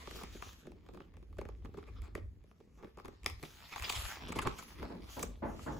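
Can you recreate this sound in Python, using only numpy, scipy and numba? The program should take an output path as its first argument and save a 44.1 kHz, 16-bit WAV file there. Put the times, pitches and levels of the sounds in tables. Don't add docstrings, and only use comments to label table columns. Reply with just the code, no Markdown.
import sys
import numpy as np
from scipy import signal
from scipy.fft import rfft, irfft, next_fast_len
from scipy.io import wavfile
from scipy.ndimage import uniform_filter1d
from numba import njit

SR = 44100
rng = np.random.default_rng(int(sys.argv[2]) if len(sys.argv) > 2 else 0)


def store_pcm(level_fs):
    pcm = np.round(np.clip(level_fs, -1, 1) * 32767).astype(np.int16)
    wavfile.write(sys.argv[1], SR, np.atleast_2d(pcm).T)


N = 255709
SIZE = next_fast_len(N + SR)
HZ = np.arange(SIZE // 2 + 1) * SR / SIZE

# (time [s], slide level [dB], treble sheen level [dB], page-block flexing level [dB])
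HAND = [(0.0, -55.5, -64.5, -64), (0.15, -61.5, -53, -63), (0.28, -61.5, -63, -57.5),
        (0.45, -63, -58.5, -74), (0.6, -66, -67.5, -65.5), (0.72, -75, -85.5, -58.5),
        (1.26, -80.5, -85.5, -67.5), (1.66, -80, -82.5, -61), (1.92, -69.5, -81, -61.5),
        (2.02, -70, -86, -59), (2.31, -82.5, -87.5, -74.5), (2.79, -82, -81.5, -70), (3.2, -71, -83, -81),
        (3.47, -66, -66.5, -61.5), (3.71, -58, -63, -81), (3.92, -46.5, -45.5, -88),
        (4.15, -49, -53, -60.5), (4.38, -57, -92, -47), (4.6, -61, -57, -65), (4.78, -59.5, -66, -56),
        (5.0, -66, -79, -48.5), (5.1, -59.5, -60, -70), (5.2, -64, -54.5, -48.5), (5.39, -77.5, -80, -66),
        (5.62, -69, -58, -94), (5.8, -67, -67.5, -66)]
# (time [s], peak [dB], body offset [dB], treble offset [dB])
SNAPS = [(0.072, -36, -7, -27), (0.11, -37, -14, -12), (0.145, -47, 11, -18), (0.155, -42.5, -11, -30),
         (0.164, -42, -7, -32), (0.187, -39.5, -18, -30), (0.202, -46, -25, -29), (0.21, -42, -15, -30),
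         (0.219, -40, -17, -26), (0.234, -35, -12, -11), (0.348, -42.5, -1, -35), (0.464, -45, -8, -28),
         (0.53, -49, -24, 17), (0.653, -51, -3, -35), (0.668, -41, -5, -19), (0.717, -43, -17.5, -20),
         (0.863, -52, -9, -16), (0.886, -44, -9, -27), (0.936, -45.5, 0, -16), (0.945, -45, 0, -15),
         (0.972, -42.5, -3.5, -19), (1.002, -40.5, -11, -34), (1.138, -51, -13, -18),
         (1.167, -51.5, -3, -13), (1.226, -48, -3.5, -22), (1.326, -52, -17, -18), (1.368, -53.5, -15, -18),
         (1.384, -30.5, -2, -20.5), (1.412, -36, -6, -19.5), (1.451, -38, -10, -25),
         (1.487, -38, -11, -22.5), (1.62, -59, -20, -33), (1.647, -42.5, -17, -19), (1.654, -42.5, -6, -18),
         (1.741, -40.5, -1, -25), (1.784, -41.5, -11, -23), (1.826, -46, -16, -25), (2.018, -46, -2, 17),
         (2.078, -48, -6, -20), (2.173, -38, 10, -37), (2.438, -53.5, -3, -16), (2.511, -52, -15, -24),
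         (2.604, -46.5, -3.5, -40), (2.843, -39, -10, -31), (2.87, -49, -7, -44), (2.972, -42, -8, -18),
         (2.984, -42, -14, -24), (2.997, -42.5, -5, -18), (3.046, -38, -4, -16), (3.055, -38, -19, -13),
         (3.08, -38, -9, -22), (3.126, -48, -2, -23), (3.232, -48, 1, 6), (3.243, -42, -21, 18),
         (3.298, -40, -21, 4), (3.427, -37.5, -4, 0.5), (3.434, -30.5, -15.5, -21),
         (3.759, -29, -18.5, -16.5), (3.776, -56, -22, -13), (3.796, -36, -27, -5), (3.822, -32.5, -36, 1),
         (3.829, -36, -38, -2), (3.878, -35, -26, -25), (3.923, -29.5, -48, 20),
         (4.4705, -18, -15.5, -20.5), (4.624, -42.5, -25, -5), (4.797, -39.5, -10, -30),
         (4.826, -31.5, -10.5, -29), (5.085, -50, -13, -27), (5.193, -35, -17, 15), (5.591, -37, -42, -37)]
# (time [s], peak [dB], body offset [dB], treble offset [dB], middle offset [dB],
#  centre of the middle [Hz], build-up [ms])
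RUBS = [(0.422, -29, -28, -17, -9, 2020, 0.18), (1.771, -37, -1, -25, -25, 2400, 2.7),
        (1.867, -46.5, -10, -25, -12, 2300, 9.5), (1.952, -54, -23, -36, -8, 3830, 20),
        (2.029, -50.5, -19, -16, -10, 2300, 12), (2.15, -28, -5, -15, -3, 2100, 0.69),
        (2.776, -50.5, -7, -25, -14, 1800, 18), (2.827, -41, -3, -45, -25, 2300, 4.1),
        (3.2603, -20, -13, 0, 6.5, 2550, 0.27), (3.2603, -18.5, -34, -4.5, 11.5, 4700, 0.18),
        (3.447, -44.5, -37, -3, 10, 3200, 4.7), (3.63, -49, -37, -10, 5, 3270, 22),
        (3.72, -37, -34, -11, 5, 2370, 6.5), (3.837, -30.5, -50, -11, 23, 3540, 9.7),
        (3.894, -23, -51, -3.5, 2, 3060, 2.4), (3.947, -31.5, -40, 8, 12.5, 3500, 7.9),
        (4.278, -39, -7.5, -8.5, -14, 2400, 7.2), (4.319, -33, -12, -9, -5, 2380, 2.5),
        (4.352, -30, -11, -18, -10, 2630, 11.2), (4.386, -23.5, -27, -18, -2.5, 2160, 2.7),
        (4.414, -34.5, -11, -6, -6, 3030, 6.8), (4.45, -29, -8.5, -53, -35, 1900, 4.4),
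        (4.461, -25.5, -21.5, -41, -23, 1680, 4.4), (4.582, -35.5, -23, -11.5, -9, 3000, 6.3),
        (5.02, -49, -26, -31, 16, 3200, 1.1), (5.226, -26, -8, 1, -10.5, 2380, 2)]
# (frequency [Hz], time to fade by 60 dB [ms], level before the offsets [dB])
SHEET = [(279.7, 41, 6), (410.6, 28, 15.5), (580, 22, 9.5), (716, 13.7, -2), (918, 14, -1.5),
         (1164, 8.9, 8), (1760, 24, 2.5), (2364, 4.6, 10), (3493, 2.4, 12), (4750, 6.6, 12),
         (6340, 1.8, 7.5), (7940, 4.8, 7), (10210, 1.8, 10), (12300, 4.5, 2.5), (15300, 8.3, -7)]
SNAP_MS = 0.36


def undb(db):
    return 10 ** (np.asarray(db) / 20)


def curve(time_s, db):
    return undb(np.interp(np.arange(N) / SR, time_s, db))


def table(rows):
    hz, value = np.transpose(rows)
    return np.interp(np.log(HZ + 1), np.log(hz), value)


def colour(x, rows):
    y = irfft(rfft(x, SIZE) * undb(table(rows)), SIZE)[..., :N]
    return y / np.sqrt(np.mean(y ** 2))


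def walk(rate):
    hold = int(SR / rate)
    steps = np.repeat(rng.standard_normal(N // hold + 1), hold)
    return 1.2 * uniform_filter1d(steps, hold)[:N]


def grit(rate, spread_db, smooth, flicker_db):
    fires = rng.random(N) < rate / SR
    strength = undb(spread_db * np.minimum(rng.exponential(1, N), 3))
    clicks = fires * strength * rng.standard_normal(N)
    clicks /= np.sqrt(np.mean(clicks ** 2))
    friction = clicks + smooth * rng.standard_normal(N)
    return friction * undb(flicker_db * np.tanh(walk(40)))


def spread(make):
    # (frequency [Hz], differing part relative to the shared part)
    width_table = [(40, 0.23), (200, 0.24), (600, 0.67), (2000, 0.61), (5000, 1), (8000, 0.024),
                   (16000, 0.044)]
    wide = np.clip(table(width_table), 0, 1)
    mid = rfft(make(), SIZE)
    side = rfft(make(), SIZE) * wide
    channels = np.array([mid + side, mid - side]) / np.sqrt(1 + wide ** 2)
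    return irfft(channels, SIZE)[:, :N]


@njit
def svf(x, hz, sharp, sr):
    y, band, low, damping = np.empty(len(x)), 0., 0., 1 / sharp
    for i in range(len(x)):
        g = np.tan(np.pi * hz[i] / sr)
        v = (band + g * (x[i] - low)) / (1 + g * (g + damping))
        band, low, y[i] = 2 * v - band, low + 2 * g * v, damping * v
    return y


def rustle(rub, modes, rows, swell_db):
    drift_octaves, sharpness = 0.15, 4.
    total = np.zeros(N)
    for hz, _, _ in modes:
        centre_hz = np.minimum(hz * 2 ** (drift_octaves * walk(13)), SR / 2.5)
        band = svf(rub, centre_hz, sharpness, 1. * SR)
        total += band / band.std() * undb(swell_db * np.tanh(walk(15)))
    return colour(total, rows)


def sheet(events, middle, build_ms):
    detune, mode_scatter_db = 0.045, 1.8
    middle_db_per_octave = 17
    out, t = np.zeros((2, N + 8192)), np.arange(2048) / SR
    hz, t60_ms, db = np.transpose(SHEET)[:, :, None]
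    draws = rng.standard_normal((len(events), 2, len(SHEET), 1))
    kicks = rng.standard_normal((len(events), 2, 1, 2048))
    for event, (middle_db, middle_hz), ms, draw, kick in zip(events, middle, build_ms, draws, kicks):
        time_s, peak_db, body_db, treble_db = event
        age = np.maximum(t - 0.0914 / np.sqrt(hz), 0)
        ring = np.sin(2 * np.pi * hz * (1 + detune * draw[1]) * age) * undb(-60000 * age / t60_ms)
        turn = 1000 * t / ms
        stereo_kick = kick[0] + 0.34 * kick[1] * np.array([[[1]], [[-1]]])
        slip = stereo_kick * turn * np.exp(-turn)
        modes = signal.fftconvolve(slip, ring[None], axes=2)
        off_db = middle_db_per_octave * np.abs(np.log2(hz / middle_hz))
        share_db = np.select([hz < 600, hz < 1500, hz < 5500], [body_db, 0, middle_db - off_db], treble_db)
        mode_gain = undb(db + share_db + mode_scatter_db * draw[0])
        modes *= mode_gain / np.abs(modes).max((0, 2))[:, None]
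        one = modes.sum(1)
        one *= undb(peak_db) / np.abs(one).max()
        start = int(time_s * SR)
        out[:, start:start + one.shape[1]] += one
    return out[:, :N]


def crack(events):
    return [(4 + 0.95 * treble_db, 2500) for _, _, _, treble_db in events]


def settling():
    fade_t60_ms, colour_share = 105, 0.58
    jumps = np.zeros((3, N))
    for time_s, peak_db, body_db, treble_db, *_ in SNAPS + RUBS:
        offsets_db = colour_share * np.array([0, min(treble_db, 0), body_db])
        jumps[:, int(time_s * SR)] = undb(peak_db + offsets_db)
    return signal.lfilter([1], [1, -undb(-60000 / fade_t60_ms / SR)], jumps)


def quiet():
    # (frequency [Hz], relative level [dB])
    quiet_colour = [(90, -4), (150, 13), (400, -4), (900, -15), (2400, -19), (6000, -70), (16000, -66)]
    return undb(-70.5) * spread(lambda: colour(rng.standard_normal(N), quiet_colour))


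def room(x):
    t60_s, tail_db, treble_cut_hz = 0.3, -13, 4630
    t = np.arange(SR // 2) / SR
    tail = rng.standard_normal((2, len(t))) * undb(-60 * t / t60_s) * (t > .002)
    tail = signal.sosfilt(signal.butter(1, treble_cut_hz, fs=SR, output="sos"), tail)
    tail *= undb(tail_db) / np.sqrt(np.sum(tail ** 2, 1, keepdims=True))
    return signal.fftconvolve(x, tail, axes=1)[:, :N]


def grip():
    # (time [s], level [dB])
    grip_level = [(0.0, -55), (0.4, -54.5), (0.9, -58.5), (1.3, -53), (1.65, -50), (1.93, -56), (2.3, -52),
                  (2.45, -54.5), (2.8, -68), (3.24, -61), (3.7, -61.5), (4.15, -52.5), (4.5, -49.5),
                  (4.62, -60.5), (5.1, -54), (5.25, -48), (5.8, -49)]
    # (frequency [Hz], relative level [dB])
    grip_colour = [(22, -48), (38, 7.5), (50, 17), (75, 10.5), (105, 7.5), (160, -55.5)]
    # (time [s], added gain at the top [dB], time from top to 1/e [ms])
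    thumps = [(1.48, -50, 12), (2.021, -46, 29), (2.24, -49.5, 72), (3.33, -47, 60), (3.825, -45.5, 20),
              (3.98, -41, 21), (4.055, -38, 15), (4.82, -50, 57)]
    ms = 1000 * np.arange(N) / SR
    bumps = np.zeros(N)
    for time_s, db, length_ms in thumps:
        bumps += undb(db) * np.exp(-((ms - 1000 * time_s) / length_ms) ** 2)
    wander_db = 3 * walk(9)
    gain = curve(*np.transpose(grip_level)) * undb(wander_db) + bumps
    return gain * spread(lambda: colour(rng.standard_normal(N), grip_colour))


def flex(settle):
    # (frequency [Hz], relative level [dB])
    flex_colour = [(90, -7.5), (160, 3), (280, 3.5), (450, -2), (620, -13), (1200, -46)]
    time_s, _, _, flex_db = np.transpose(HAND)
    gain = curve(time_s, flex_db) + undb(-13.5) * settle
    return gain * spread(lambda: colour(grit(150, 4.1, 1.0, 4.1), flex_colour))


def scuffs():
    # (time [s], approximate peak [dB], time for the low part to fade by 60 dB [s])
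    scuff_events = [(4.816, -36, 0.47), (4.897, -38.5, 0.46), (5.164, -32.5, 0.51), (5.421, -27.5, 0.64),
                    (5.66, -28.5, 0.71)]
    # (frequency [Hz], relative level [dB])
    scuff_colour = [(59, -22), (100, -9), (305, -4.5), (370, -14), (411, -9), (681, -9), (745, -16),
                    (839, -7.5), (1700, -22.5), (3500, -45), (4550, -46), (7700, -120)]
    crest_db = 6.5
    t, low, high = np.arange(N) / SR, 0, 0
    for time_s, peak_db, t60_s in scuff_events:
        age = np.maximum(t - time_s, 0)
        rise = undb(peak_db - crest_db) * (1 - np.exp(-age / 0.0072))
        low = low + rise * undb(-60 * age / t60_s)
        high = high + rise * undb(-95 * age / t60_s)
    drag = spread(lambda: colour(grit(2800, 1.9, 2.0, 1.0), scuff_colour))
    dull = signal.sosfilt(signal.butter(2, 550, fs=SR, output="sos"), drag)
    return low * dull + high * (drag - dull)


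def sheen(settle):
    # (frequency [Hz], relative level [dB])
    sheen_colour = [(3000, 4), (5000, 2), (6300, 3.5), (9000, -4.5), (12000, 0.5), (15500, -0.5),
                    (17000, -69)]
    time_s, _, sheen_db, _ = np.transpose(HAND)
    gain = curve(time_s, sheen_db) + undb(-27) * settle
    return gain * spread(lambda: rustle(grit(2000, 2.2, 2.5, 3.5), SHEET[8:], sheen_colour, 1.37))


def slide(settle):
    # (frequency [Hz], relative level [dB])
    slide_colour = [(300, 0), (700, -1), (1200, 6), (2400, 4.5), (3500, 3.5), (5500, -2.5), (8000, -59)]
    time_s, slide_db, _, _ = np.transpose(HAND)
    gain = curve(time_s, slide_db) + undb(-27) * settle
    return gain * spread(lambda: rustle(grit(700, 3.35, 0.75, 2.6), SHEET[3:11], slide_colour, 4.5))


def ticks():
    count, over_slide_db, scatter_db = 70, 6, 5.5
    body_db, treble_db = -5, -6
    draw = rng.random((count, 2))
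    time_s = (np.arange(count) + draw[:, 0]) * N / SR / count
    slide_db = np.interp(time_s, *np.transpose(HAND)[:2])
    peak_db = slide_db + over_slide_db + scatter_db * np.log(draw[:, 1] + 0.0069)
    rows = [(at, db, body_db, treble_db) for at, db in zip(time_s, peak_db)]
    return sheet(rows, crack(rows), np.full(count, SNAP_MS))


def rubs():
    rows = np.array(RUBS)
    return sheet(rows[:, :4], rows[:, 4:6], rows[:, 6])


def snaps():
    return sheet(SNAPS, crack(SNAPS), np.full(len(SNAPS), SNAP_MS))


def scene():
    whole, treble, body = settling()
    book = snaps() + rubs() + ticks() + scuffs()
    friction = slide(whole) + sheen(treble) + flex(body)
    return book + room(book) + friction + grip() + quiet()


def record(dry):
    # (frequency [Hz], phase by which left leads right [radians])
    steering = [(0, 0), (6900, 0), (8900, -3.14), (13200, -9.42), (17000, -14)]
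    hz, lead = np.transpose(steering)
    turn = np.exp(.5j * np.interp(HZ, hz, lead) * np.array([[1], [-1]]))
    wet = irfft(rfft(dry, SIZE) * turn, SIZE)[:, :N]
    top_hz = 16600
    return signal.sosfilt(signal.ellip(10, .2, 70, top_hz, fs=SR, output="sos"), wet)


dry = scene()
out = record(dry)
store_pcm(out)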